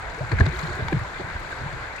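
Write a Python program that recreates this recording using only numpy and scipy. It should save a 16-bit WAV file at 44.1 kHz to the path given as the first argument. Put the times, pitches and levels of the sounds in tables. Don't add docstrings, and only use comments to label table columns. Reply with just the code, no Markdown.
import sys
import numpy as np
from scipy import signal
from scipy.fft import rfft, irfft
from scipy.io import wavfile
from scipy.ndimage import uniform_filter1d

SR = 44100
rng = np.random.default_rng(int(sys.argv[2]) if len(sys.argv) > 2 else 0)


def voltage_ratio(level):
    return 10 ** (np.asarray(level, float) / 20)


def log_audio(samples):
    frames = np.atleast_2d(samples).T
    limited = np.clip(frames, -1, 1)
    pcm = np.round(limited * 32767).astype(np.int16)
    wavfile.write(sys.argv[1], SR, pcm)


N = 88200
HZ = np.fft.rfftfreq(N, 1 / SR) + 1


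def unit(x):
    return x / np.sqrt(np.mean(x ** 2))


def shade(x, db):
    return irfft(rfft(x, N) * voltage_ratio(db), N)


def river_db(hz):
    # frequency in Hz, level in dB per Hz.
    rush = np.array([(25, 2), (52, 2), (140, -3.5), (210, -13.5), (1000, -6.5), (3000, -22), (9000, -40.5),
                     (15800, -59)])
    return np.interp(np.log(hz), np.log(rush[:, 0]), rush[:, 1])


def walk(rate):
    hold = int(SR / rate)
    steps = np.repeat(rng.standard_normal(N // hold + 1), hold)
    slewed = uniform_filter1d(uniform_filter1d(steps, hold), hold)
    return 1.74 * slewed[:N]


def add(out, s, x):
    i = int(s * SR)
    out[..., i:i + x.shape[-1]] += x[..., :N - i]


def swell(length, rise, hold):
    u = np.arange(int(2 * length * SR)) / (length * SR)
    return u, (1 - np.exp(-u / rise)) * np.exp(-(u / hold) ** 2)


def rings(rows, rise, hold, gain_db, spread, rough=0., overtone_db=-40):
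    out, wobble = np.zeros((2, N)), walk(69.95)
    side = np.array([[1], [-1]])
    chances = rng.uniform(-0.86, 1, (len(rows), 2))
    for (s, start, end, length, db), (level_chance, phase_chance) in zip(rows, chances):
        u, env = swell(length, rise, hold)
        pitch = start * (end / start) ** np.minimum(u, 1)
        phase = 2 * np.pi * np.cumsum(pitch) / SR
        env = env * (1 + rough * np.roll(wobble, -int(s * SR))[:len(u)])
        env = env * voltage_ratio(db + gain_db + 2 * spread * level_chance * side)
        phase = phase + spread * phase_chance * side * np.minimum(4 * u, 1)
        overtone = voltage_ratio(overtone_db) * np.sin(2.8 * phase)
        add(out, s, env * (np.sin(phase) + overtone))
    return out


def thuds():
    # start in seconds, first and last pitch in Hz, length in seconds, level in dB.
    blows = [(.207, 134, 124, 0.024, -20), (.228, 115, 116, 0.034, -25.5), (.318, 152.6, 48.4, 0.059, -18),
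             (.362, 60, 70, 0.05, -18), (.396, 160, 140, 0.018, -17), (.4105, 118, 58, 0.021, -6),
             (.434, 85, 106, .036, -15.5), (.467, 129, 159, 0.033, -19), (.49, 74.4, 60, 0.045, -27.5),
             (.63, 150, 162, 0.036, -25.5), (.79, 129, 137, 0.034, -28.5), (.821, 116, 87, 0.02, -20),
             (.845, 150, 150, .02, -27), (.931, 185, 175, .016, -19), (.943, 145, 165, 0.018, -18),
             (.9645, 123, 122, 0.021, -19.5), (1.01, 143, 60, .04, -31), (1.19, 135, 60.6, 0.062, -36),
             (1.348, 105, 55, .03, -27.5), (1.612, 120, 60, 0.026, -28), (1.638, 140, 137, 0.022, -33),
             (1.726, 139, 100, 0.04, -32), (1.81, 121, 100, 0.052, -37.5), (.74, 101, 60, 0.038, -31),
             (1.52, 59.5, 55, 0.02, -33.5), (1.212, 165, 150, 0.014, -33.5), (1.242, 121, 115, .018, -31.5),
             (1.659, 139, 129, 0.015, -29.5), (1.872, 70, 60, .016, -35), (.56, 70, 55, .05, -35),
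             (.7, 110, 80, .025, -33), (.875, 70, 60, 0.043, -35)]
    return rings(blows, 0.13, 0.73, gain_db=2.3, spread=0.33, rough=0.2, overtone_db=-18)


def bubbles():
    # start in seconds, first and last pitch in Hz, length in seconds, level in dB.
    pockets = [(.173, 400, 520, 0.036, -32), (.324, 380, 490, 0.016, -21),
               (.4065, 1710, 1725, 0.0067, -17.5), (.4, 390, 413, 0.033, -23), (.458, 382, 365, 0.025, -24),
               (.46, 660, 620, 0.011, -24.5), (.525, 347, 377, 0.041, -32.5),
               (.584, 1020, 1350, 0.014, -28), (.625, 1680, 2100, .005, -37), (.675, 364, 360, 0.045, -31),
               (.768, 370, 380, 0.016, -32), (.878, 1000, 760, 0.0345, -28), (1.045, 975, 1010, 0.013, -25),
               (1.196, 368, 370, 0.022, -27.5), (1.36, 1560, 1585, 0.01, -36),
               (1.665, 773, 1014, 0.024, -29), (1.525, 1520, 1550, 0.0071, -33),
               (1.955, 1950, 2020, .007, -36), (1.982, 2400, 2800, .008, -32),
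               (.318, 3900, 4700, 0.0054, -35), (.46, 261, 220, 0.022, -24), (.398, 270, 300, .018, -25),
               (.922, 330, 300, .014, -19), (.313, 315, 373, .018, -24), (.797, 554, 650, 0.019, -30),
               (.788, 416, 447, 0.017, -30.5), (.905, 793, 770, .014, -29.5),
               (.926, 1640, 1780, 0.0071, -34), (1.196, 850, 800, 0.0085, -30),
               (1.209, 554, 580, 0.014, -30.5), (.403, 700, 580, .014, -28), (.204, 500, 880, .034, -27),
               (.927, 580, 550, 0.0074, -26)]
    return rings(pockets, 0.3, 0.82, gain_db=1.32, spread=0.59, rough=0.12)


def slaps():
    # start in seconds, length in seconds, level in dB, lowest frequency in Hz, tilt in dB per octave.
    impacts = [(.314, 0.018, -25, 120, -1), (.385, .013, -28, 1500, -4), (.398, 0.022, -22, 140, -2),
               (.459, 0.014, -26, 300, -1), (0.59, 0.0056, -40, 6400, -9), (.786, 0.04, -30, 284, -7.5),
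               (.8835, 0.003, -23, 1000, -1.5), (.921, 0.015, -24.5, 250, -8), (1.192, .03, -31, 190, -6),
               (.58, .06, -57, 11800, 0), (0.57, 0.003, -49, 13000, -1), (.75, 0.01, -48, 5700, 4),
               (1.392, 0.018, -55, 10500, 3), (1.5, .006, -56, 11000, 2), (1.96, 0.012, -46.5, 6000, -3),
               (0.99, 0.011, -52, 10000, -7), (.425, 0.028, -28.5, 250, -8.5), (.615, .006, -52, 11000, 0),
               (0.627, 0.02, -44, 4200, -9), (.3995, 0.0037, -33, 4800, -5), (.407, .004, -33, 3100, -6),
               (.464, 0.0046, -33.5, 3500, -3), (.456, .008, -41.5, 5200, -9), (.5515, .002, -46, 8500, 0),
               (0.49, .003, -45, 6200, -8), (.559, .002, -54, 12000, 0), (0.55, .004, -52, 12600, -6),
               (.66, .002, -52, 13000, -4), (.592, .016, -38, 3900, -12), (.563, .006, -42, 3800, -8),
               (.927, 0.0052, -29.5, 1730, -2), (1.3, 0.0052, -30.5, 610, -2), (1.728, .004, -49, 6500, -4),
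               (1.521, .004, -46, 5900, -6), (.096, 0.011, -47, 5400, -7), (.884, .003, -36, 3600, -4),
               (.915, .005, -52, 9800, -9), (.146, .003, -48.5, 7000, -4), (0.73, 0.0079, -41, 4400, -12)]
    out = np.zeros((2, N))
    for s, length, db, hz, tilt in impacts:
        noise = rng.standard_normal((3, N))
        env = swell(length, 0.077, 0.75)[1]
        octave = np.log2(HZ / hz)
        slope = np.where(octave < 0, 24 * octave, tilt * octave)
        colour = river_db(np.maximum(HZ, 300)) + slope
        burst = shade(noise[0] + 0.79 * noise[1:], colour)
        burst = burst * voltage_ratio(2.5 * walk(498))
        add(out, s, voltage_ratio(db - 3.5) * unit(env * burst[:, 1000:1000 + len(env)]) / 2)
    return out


def drops():
    # start in seconds, peak level in dB, pitch in Hz.
    ticks = [(0.5464, -29, 3250), (0.593, -38, 4270), (0.6275, -37, 4270), (0.6747, -35, 4170),
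             (0.7217, -37, 4280), (0.8061, -34, 3500), (0.834, -34, 3780), (0.884, -28, 3400),
             (1.1438, -33, 3520), (1.7636, -49, 4040), (1.9275, -42, 3930)]
    drop_s = 0.003
    rows = [(s, hz, hz * 1.01, drop_s, db) for s, db, hz in ticks]
    return rings(rows, 0.25, 0.79, gain_db=-3, spread=0.5)


def gurgle(count=700):
    s, pitch, size = rng.random((count, 3)).T
    hz = 300 * 24 ** pitch
    tilt_db, scatter_db, cycles = 4, 2.4, 11
    db = river_db(hz) + tilt_db * np.log2(hz / 1000) - scatter_db * np.log(size + 0.014)
    length = cycles / np.sqrt(hz * 1000)
    return rings(np.c_[2 * s, hz, 1.15 * hz, length, db], 0.16, 0.72, gain_db=-35.5, spread=1.4)


def spray(count=340):
    s, pitch, size, late = rng.random((count, 4)).T
    peak_s, spread_s, tick_s = 0.63, 0.1, 0.0011
    shower = peak_s + spread_s * np.log(s / (1 - s)) / 2
    s = np.where(late < 0.5, 2 * s, shower) % 2
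    hz = 3000 + 12000 * pitch
    db = river_db(hz) - 2.9 * np.log(size + 0.08)
    length = tick_s * (0.5 + late)
    return rings(np.c_[s, hz, 1.12 * hz, length, db], 0.092, 0.75, gain_db=-16.5, spread=0.87)


def river():
    # time in seconds, level in dB.
    current = [
        (0, -0.5),
        (.3, 0.5),
        (.6, 2),
        (.8, 1),
        (1.1, 0),
        (1.4, 0.8),
        (1.7, -0.14),
        (2, -0.8),
    ]
    # time in seconds, level in dB.
    rumble = [(0, 1.5), (.17, -4), (.3, 0.5), (.45, 3), (.6, 0.5), (.7, 2), (.9, 3), (1.02, 3.5), (1.1, -8),
              (1.25, 2.5), (1.31, -1.5), (1.4, -1.5), (1.58, -4), (1.65, 1.5), (1.8, -1.5), (2, -7.5)]
    river_level_db, alike_hz = -35, 1320
    flow_tilt, swell_db, flicker_db, rumble_db = 0.21, 0.35, 0.75, 1.5
    t = np.arange(N) / SR
    flow = np.interp(t, *np.array(current).T)
    buffet = np.interp(t, *np.array(rumble).T)
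    out, slow, near = 0, walk(5.67), walk(14.7)
    spec = rfft(rng.standard_normal((3, N))) * voltage_ratio(river_db(HZ))
    for hz in 22 * 2 ** np.arange(0, 9.7, 1 / 3):
        distance = np.clip(3 * np.log2(HZ / hz), -1, 1)
        band = irfft(spec * np.cos(np.pi / 2 * distance) ** 2, N)
        near = 0.52 * near + 0.88 * walk(22.06)
        low = 1 / (1 + (hz / 220) ** 4)
        alike = 0.84 / (1 + (hz / alike_hz) ** 2)
        db = flow * (1 + flow_tilt * np.log2(hz / 1000)) + low * buffet
        db = db + swell_db * slow + (flicker_db + rumble_db * low) * near
        out = out + voltage_ratio(db) * (np.sqrt(alike) * band[0] + np.sqrt(1 - alike) * band[1:])
    return voltage_ratio(river_level_db) * unit(out)


def scene():
    beside_hull = thuds() + bubbles() + slaps() + drops()
    return beside_hull + gurgle() + spray() + river()


def port(x, peaks, shade_db):
    db = sum(gain * np.exp(-0.5 * ((HZ - hz) / width) ** 2) for hz, width, gain in peaks)
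    shade_hz = 2020
    db = db + shade_db / (1 + (shade_hz / HZ) ** 6)
    cepstrum = irfft(db * np.log(10) / 20, N)
    cepstrum[1:N // 2] *= 2
    cepstrum[N // 2 + 1:] = 0
    return irfft(rfft(x) * np.exp(rfft(cepstrum)), N)


def roll_off(x):
    return signal.sosfilt(signal.butter(12, 15800, fs=SR, output="sos"), x)


def record(dry):
    # centre in Hz, width in Hz, gain in dB.
    left_port = [(150, 33, 2), (1540, 170, 4.5), (2095, 373, 11), (4164, 603, 8.5), (5420, 1200, 0.5),
                 (7260, 880, 9), (10600, 400, 7.5), (11350, 247, -22), (13560, 1430, 9)]
    right_port = [(76.4, 22, 2.5), (390, 18, 2), (1596, 130, 13), (4770, 170, 6.5), (8100, 1000, 4.5),
                  (9100, 300, -26), (10360, 510, -14), (11400, 250, -46), (13200, 1100, -8)]
    left = port(dry[0], left_port, shade_db=0)
    right = port(dry[1], right_port, shade_db=-7)
    return roll_off(np.array([left, right]))


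dry = scene()
out = record(dry)
log_audio(out)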